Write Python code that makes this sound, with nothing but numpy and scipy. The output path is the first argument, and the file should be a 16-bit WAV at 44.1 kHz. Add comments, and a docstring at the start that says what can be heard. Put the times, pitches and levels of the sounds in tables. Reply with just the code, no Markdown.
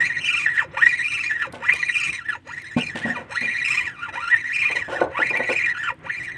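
"""Fishing reel in a small boat

Line is pulled off the reel in eight pulls: a spring clicks over the spool's teeth so fast that it whines,
wavering once a turn and ringing the metal spool. Small metal parts tick as short scratches, knocks boom and
rattle through the hull, and filtered noise makes a low rumble of wind and sea with a faint hum."""
import sys
import numpy as np
from scipy import signal
from scipy.io import wavfile
from scipy.ndimage import uniform_filter1d

SR = 44100
rng = np.random.default_rng(int(sys.argv[2]) if len(sys.argv) > 2 else 0)


def store_pcm(level_fs):
    """Save levels as 16-bit WAV."""
    pcm = np.round(np.clip(level_fs, -1, 1) * 32767).astype(np.int16)
    wavfile.write(sys.argv[1], SR, np.atleast_2d(pcm).T)


N = 280917
HZ = np.fft.rfftfreq(8192, 1 / SR)  # frequency grid of all responses

# Spectrum of splashing water. Each row: frequency in Hz, relative level in dB.
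SPLASH_SPECTRUM = [(700, -43), (1500, -1.5), (3000, 0), (5000, -16.5), (9000, -18), (10500, -20.5),
                   (15000, -44)]


def amp(db):
    """Decibels to gain."""
    return 10 ** (np.asarray(db) / 20)


def evened(x):
    """Scales to rms 1."""
    return x / np.sqrt(np.mean(x ** 2) + 1e-20)


def causal(gain):
    """Minimum-phase impulse response with the given gain on the grid HZ."""
    log_gain = np.log(np.maximum(gain, 1e-6))
    circle = np.r_[log_gain, log_gain[-2:0:-1]]
    spectrum = np.exp(np.conj(signal.hilbert(circle)))
    return np.fft.ifft(spectrum).real[:4096]


def shaped(points):
    """Response of a smooth spectrum, its level interpolated over log frequency."""
    f_hz, db = np.transpose(points)
    return causal(amp(np.interp(np.log(HZ + 1), np.log(f_hz), db)))


def ringing(modes, skirt=3.11):
    """Response of a set of modes; skirt sets how fast each falls away from its peak."""
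    power = 0
    for f_hz, width_hz, db in modes:
        power = power + amp(2 * db) / (1 + (2 * (HZ - f_hz) / width_hz) ** 2) ** skirt
    return causal(np.sqrt(power))


def unit_energy(response):
    """Scales a response to unit energy, so that white noise keeps its rms through it."""
    return response / np.linalg.norm(response)


def through(x, response):
    """Convolves and cuts to length."""
    return signal.oaconvolve(x, response)[:N]


def add(mix, start_s, sound):
    """Mixes a sound in at start_s."""
    part = mix[round(start_s * SR):][:len(sound)]
    part += sound[:len(part)]


def drift(position, over):
    """Random wander of rms 1 with a new value every `over` units of position."""
    return np.interp(position / over, np.arange(3000), rng.standard_normal(3000)) * np.sqrt(1.5)


def spell(t, start_s, end_s, ramp_s):
    """Gate from 0 to 1 and back with linear ramps inside the spell."""
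    return np.clip(np.minimum(t - start_s, end_s - t) / ramp_s, 0, 1)


def pull(first_hz, forces, start, up, heave, ease, brake, stop,
         cruise_hz, heave_hz, slack_hz, brake_hz, stop_hz, turn):
    """Spin-up with overshoot, cruise, heave, slack and brake: time, click rate, force, treble, spool angle."""
    teeth_per_turn = 148
    overshoot, settle_s = 0.08, 0.081  # extra share of speed after spin-up, and time to lose it
    heave_rise_s, heave_sag, slacken_s = 0.045, 0.14, 0.085  # sag: share of speed lost during the heave
    slow_db, slow_hz = -21.5, 847  # force lost at rest, won back as the click rate nears slow_hz
    treble_base_db, bite, treble_db_per_khz = -46.5, 0.97, 9.5  # bite: treble dB per dB of force

    t = np.arange(max(start, 0), stop, 1 / SR)
    knots_s = np.maximum.accumulate([start, up, up + settle_s, heave, heave + heave_rise_s,
                                     ease, ease + slacken_s, brake, stop])
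    hz = np.interp(t, knots_s, [first_hz, cruise_hz * (1 + overshoot), cruise_hz, cruise_hz, heave_hz,
                                heave_hz * (1 - heave_sag), slack_hz, brake_hz, stop_hz])

    kick_db, cruise_db, heave_db, ease_db, slack_db, brake_db, share_db = forces
    force_db = np.interp(t, knots_s, [kick_db, kick_db, cruise_db, cruise_db, heave_db,
                                      ease_db, slack_db, brake_db, brake_db])
    force_db = force_db + slow_db * np.clip(1 - hz / slow_hz, 0, 1)
    treble_db = treble_base_db + share_db + bite * force_db + treble_db_per_khz * hz / 1000

    turns = np.cumsum(hz) / SR / teeth_per_turn
    angle_turns = turn + turns - np.interp(heave, t, turns)
    return t, hz, force_db, treble_db, angle_turns


def clicker(t, hz, force_db, treble_db, angle_turns):
    """One click a tooth, as overtones of the click rate; the spring slips, so timing and force waver."""
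    # Spells in which the spring bounces and every second click is weaker.
    # Each row: start in s, end in s, alternation depth in dB (adds to the depth at rest).
    bounces = [(0.293, 0.455, -6.5), (1.05, 1.288, -13.5), (1.714, 1.834, -1.5), (1.95, 2.204, -11),
               (3.67, 3.907, -6), (4.055, 4.42, -27), (4.615, 4.837, -7)]
    # Squeaks, when the spring digs in for a moment. Each row: start in s, length in s, extra force in dB.
    squeaks = [(.0, 0.081, 0.5), (0.252, 0.074, 3.5), (0.374, 0.011, 4.5), (0.46, 0.035, 12),
               (0.576, 0.029, 6.5), (0.768, 0.011, 4), (0.815, 0.011, 9.5), (0.825, 0.014, 12),
               (0.862, 0.012, 11), (1.04, 0.011, 2), (1.307, 0.018, 8), (1.406, 0.03, 4),
               (1.683, 0.044, 14), (1.827, 0.01, 12.5), (1.881, 0.023, 12.5), (2.018, 0.021, 8),
               (2.269, 0.0092, 4.5), (2.284, 0.026, 7.5), (2.503, .012, 6.5), (2.796, 0.028, 10.5),
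               (2.957, 0.02, 4), (3.015, 0.0075, 6), (3.651, 0.028, 0), (3.705, 0.023, 1.5),
               (3.772, 0.014, 6.5), (4.154, 0.007, 9), (4.314, 0.037, 12), (4.604, 0.059, 4),
               (5.168, 0.035, 6), (5.218, 0.023, 6), (5.352, .03, 8.5), (5.542, 0.023, 1.5),
               (5.625, 0.026, 4), (5.676, 0.016, 5), (6.098, 0.01, 11)]
    wobble = 0.1  # share by which the off-centre spool speeds up and slows in each turn
    tilt = 1.45  # overtone n of the push falls as n ** -tilt
    rest_db, patchy_db, grit = -17.0, 2.0, 0.53  # alternation at rest; wander of each contact overtone, of all

    rate_hz = hz * (1 + wobble * np.cos(2 * np.pi * angle_turns))
    teeth = np.cumsum(rate_hz) / SR
    place = teeth + .145 * drift(teeth, 6) + .05 * drift(teeth, 1.5)

    strength = 1 + .27 * drift(teeth, 3)
    strength = strength * amp(3.6 * np.minimum(drift(teeth, 22), .4))
    bounce = amp(rest_db) + sum(amp(db) * spell(t, start, end, 0.027) for start, end, db in bounces)
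    strength = strength * (1 + bounce * np.cos(np.pi * place))
    strength = strength * signal.windows.tukey(len(t), .02)
    dig_db = sum(db * spell(t, start, start + length, 0.0013) for start, length, db in squeaks)

    orders = np.arange(1, 21)[:, None]
    fade = np.clip(6 - orders * rate_hz / 2500, 0, 1)  # gone above 15 kHz
    tones = np.cos(2 * np.pi * orders * place) * fade

    # the push on the spool is blunt, so its overtones fall away
    push = (tones / orders ** tilt).sum(0)
    # the sharp contact does not tilt them, but its shape keeps changing
    contact = sum(tone * amp(patchy_db * drift(teeth, 61.14)) for tone in tones[1:])
    contact = contact * (1 + grit * drift(teeth, 1.6))
    return push * strength * amp(force_db + dig_db), contact * strength * amp(treble_db)


def reel():
    """The clicks ring the spool and reel body; harder contact brings out the high modes."""
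    # Each row: start, up to speed, heave begins, heave ends, brake, stop, all in s; click rate in Hz at
    # cruise, heave, slack, brake, stop; spool angle in turns as the heave begins.
    pull_plan = [(-0.095, 0.038, 0.18, 0.407, 0.578, 0.672, 2030.0, 2900.0, 1750.0, 1870.0, 60.0, 0.48),
                 (0.699, 0.875, 1.027, 1.259, 1.407, 1.497, 2080.0, 2700.0, 1700.0, 1880.0, 60.0, 0.86),
                 (1.581, 1.708, 1.902, 2.142, 2.305, 2.392, 2200.0, 2710.0, 1430.0, 1890.0, 60.0, 0.47),
                 (2.434, 2.558, 2.751, 2.86, 3.107, 3.262, 1940.0, 2790.0, 1640.0, 1820.0, 60.0, 0.87),
                 (3.269, 3.41, 3.622, 3.861, 4.05, 4.12, 2120.0, 2450.0, 1340.0, 1300.0, 650.0, 0.47),
                 (4.12, 4.374, 4.501, 4.796, 4.964, 5.08, 1900.0, 2480.0, 1540.0, 1700.0, 60.0, 0.35),
                 (5.085, 5.264, 5.473, 5.665, 5.861, 5.944, 2130.0, 2450.0, 1570.0, 1700.0, 60.0, 0.38),
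                 (6.018, 6.13, 6.24, 6.29, 6.367, 6.472, 2130.0, 2070.0, 2060.0, 2070.0, 60.0, 0.86)]
    # Each row, one a pull: click force in dB at spin-up, cruise, heave begins, heave ends, slack, brake;
    # extra treble in dB.
    pull_forces = [(-7, -15.5, -9.5, -10, -18, -10.5, 2), (-10, -14, -12, -10, -19, -12, 1.5),
                   (-13.5, -19, -9, -14, -27, -14, 3.5), (-19.5, -25, -18.5, -18.5, -27, -13, 2.5),
                   (-12, -12.5, -5.5, -12.5, -28.5, -13.5, 0.4), (-12.5, -17.5, -9.5, -11.5, -25, -13, 2.3),
                   (-10, -13.5, -7, -8.5, -16.5, -8, 0), (-17, -17.5, -15.5, -17.5, -24.5, -27, 1)]
    # Low modes, then high modes. Each row: frequency in Hz, width in Hz, relative level in dB.
    low_modes = [(524, 59, -12), (968, 91, -12), (1184, 78, -15.5), (1383, 103, -12), (1466, 45, -11),
                 (1751, 142, -9.5), (1913, 129, -3), (2145, 190, -14.5), (2419.6, 83, -2.5), (2637, 53, -9),
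                 (2780, 315, -12.5), (3049, 130, -14.5)]
    high_modes = [(3465, 45, -2), (3883, 135, 2.5), (4138, 110, -1), (4760, 220, -12), (5117, 71, -3),
                  (5404, 123, -8), (5974, 150, -6), (6350, 84, -6.5), (6720, 42, -2), (7296, 260, -9.5),
                  (8070, 220, -9.5), (8680, 290, -9.5), (9420, 130, -17), (10130, 460, -23),
                  (11260, 810, -22), (13200, 2100, -34.5)]

    low, high = np.zeros((2, N))
    previous_rows = pull_plan[:1] + pull_plan
    for row, previous, forces in zip(pull_plan, previous_rows, pull_forces):
        t, *motion = pull(previous[-2], forces, *row)  # starts at the previous stop's click rate
        force, treble = clicker(t, *motion)
        add(low, t[0], force)
        add(high, t[0], treble)

    body = through(low, ringing(low_modes, skirt=1.7))
    t = np.arange(N) / SR
    shine = 0
    for k in range(5):  # as the grip shifts, the high modes swell and fade in sets
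        swell = amp(4.5 * drift(t, 0.07) - 1.5)
        shine = shine + through(high * swell, ringing(high_modes[k::5], skirt=1.35))
    return body + shine


def rumble():
    """Low lumpy noise that swells with small gusts, over a hum of noise bands and a faint hiss of water."""
    # Wind spectrum. Each row: frequency in Hz, relative level in dB per Hz.
    wind_spectrum = [(18, -72.5), (30, -14.5), (146, -0.5), (220, -14), (350, -7.5), (438, -15),
                     (548, -16.5), (1510, -15.5), (2010, -14), (3850, -40.5), (5000, -106), (8470, -120)]
    # Faint steady hum. Each row: frequency in Hz, width in Hz, rms level in dB.
    hum_bands = [(102, 38, -61), (255, 7, -64), (308.3, 33, -64.5)]

    gusts = uniform_filter1d(rng.standard_normal(N), 2500)
    gusts = evened(uniform_filter1d(gusts, 2500))
    swell_db = 3 * gusts
    wind = amp(-51 + swell_db) * evened(through(rng.standard_normal(N), shaped(wind_spectrum)))

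    hum = 0
    for f_hz, width_hz, db in hum_bands:
        band = through(rng.standard_normal(N), ringing([(f_hz, width_hz, 0)], skirt=2.14))
        hum = hum + amp(db) * evened(band)

    sea = amp(-65) * evened(through(rng.standard_normal(N), shaped(SPLASH_SPECTRUM)))
    return wind + hum + sea


def ticks():
    """Short noise scratches ring thin metal; faint ones come at random."""
    # Each row: start in s, scratch level in dB.
    loud = [(0.3292, -45), (0.4519, -41), (1.524, -34.5), (1.5263, -33), (1.7358, -22), (1.763, -29),
            (2.6194, -36), (3.4092, -34), (4.14, -75), (4.9327, -38), (5.2954, -34), (5.3727, -27),
            (6.2325, -46), (6.2485, -42)]
    # Modes of the metal parts. Each row: frequency in Hz, width in Hz, relative level in dB.
    metal_modes = [(3950, 2700, -7), (8860, 440, -0.5), (10720, 81, 10), (11660, 90, 4), (13700, 310, -3)]
    t60_s = 0.011

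    x, t = np.zeros(N), np.arange(600) / SR
    faint = rng.uniform([0, -64.0], [N / SR, -50.0], size=(80, 2))
    for start_s, db in [*loud, *faint]:
        add(x, start_s, amp(db - 60 * t / t60_s) * rng.standard_normal(len(t)))
    return through(x, unit_energy(ringing(metal_modes, skirt=1.2)))


def knocks():
    """Each knock is a thump and a rattling burst that boom in the hull and die away, with a wet hiss above."""
    # Each row: time in s, then drive levels in dB of hull rattle, deep boom and splashy treble; t60 in s.
    blows = [(1.536, -33.5, -42, -38, 0.26), (1.737, -31, -56, -25, 0.081),
             (2.768, -21, -16.5, -26.5, 0.16), (2.953, -32.5, -34.5, -29, 0.32),
             (3.052, -30.5, -25.5, -42, 0.4), (3.168, -34, -62, -50, 0.33), (3.417, -39, -37.5, -39, 0.39),
             (4.701, -34.5, -52, -51, 0.25), (4.752, -33.5, -54, -43, 0.18), (4.882, -29, -46.5, -40, 0.28),
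             (4.916, -26, -66, -42, 0.44), (5.014, -14, -41, -66, 0.21), (5.191, -23.5, -42, -43.5, 0.2),
             (5.305, -31, -48, -48, 0.51), (5.348, -27.5, -46, -39, 0.22), (5.396, -20, -39, -43, 0.16),
             (5.492, -19.5, -40.5, -30, 0.17)]
    # Hull modes, upper then deep. Each row: frequency in Hz, width in Hz, relative level in dB.
    hull_modes = [(343, 113, -10.5), (524, 250, -6.5), (727, 160, -9), (881, 96, -7.5), (1058, 350, -14.5),
                  (1486, 140, -11)]
    deep_modes = [(164, 62, -3), (237, 30, 6), (302, 73, -9.5)]

    t = np.arange(SR // 2) / SR
    hull, deep, splash = np.zeros((3, N))
    for time_s, hull_db, deep_db, splash_db, t60_s in blows:
        start_s = time_s - .004  # the attack leads the listed time
        shape = np.minimum(t / 0.0046, 1) * amp(-60 * t / t60_s)
        rattle = rng.standard_normal(len(t)) * amp(2 * np.minimum(drift(t, .004), 1))
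        add(hull, start_s, amp(hull_db) * shape * rattle)
        add(deep, start_s, amp(deep_db - 2.5) * shape * rattle)
        add(deep, start_s, amp(deep_db) * signal.windows.hann(50))  # the thump

        hiss = amp(splash_db + 0.5 + 3.6 * drift(t, 0.0029)) * rng.standard_normal(len(t))
        add(splash, start_s, hiss * shape * np.minimum(t / 0.022, 1))

    boom = through(hull, unit_energy(ringing(hull_modes)))
    boom = boom + through(deep, unit_energy(ringing(deep_modes, skirt=1.68)))
    return boom + through(splash, unit_energy(shaped(SPLASH_SPECTRUM)))


def boat(x, wet_db=-17.5, t60_s=0.095):
    """The open hull throws back a short, dull scatter of echoes."""
    t = np.arange(SR // 4) / SR
    tail = signal.lfilter([1], [1, -.6], rng.standard_normal(len(t)))
    tail = tail * amp(-60 * t / t60_s) * (t > .003)
    return x + amp(wet_db) * through(x, unit_energy(tail))


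def scene():
    """Reel and ticks with the boat's echoes, plus knocks and rumble without."""
    return (boat(reel() + ticks()) + knocks() + rumble())[None]


def record(dry):
    """A small microphone with weak lowest bass and top and a faint hiss, then a band limit."""
    # Microphone response. Each row: frequency in Hz, gain in dB.
    mic_response = [(20, -16.5), (70, 4.5), (120, 3), (9400, -1.5), (10000, -9.5), (12000, -14.5),
                    (15000, -18.5)]
    edge_hz = 15700
    heard = through(dry[0], shaped(mic_response))[None]
    heard = heard + amp(-94.5) * rng.standard_normal(N)
    lowpass = signal.firwin(511, edge_hz, window=("kaiser", 9), fs=SR)
    return signal.oaconvolve(heard, lowpass[None], "same")


dry = scene()
out = record(dry)
store_pcm(out)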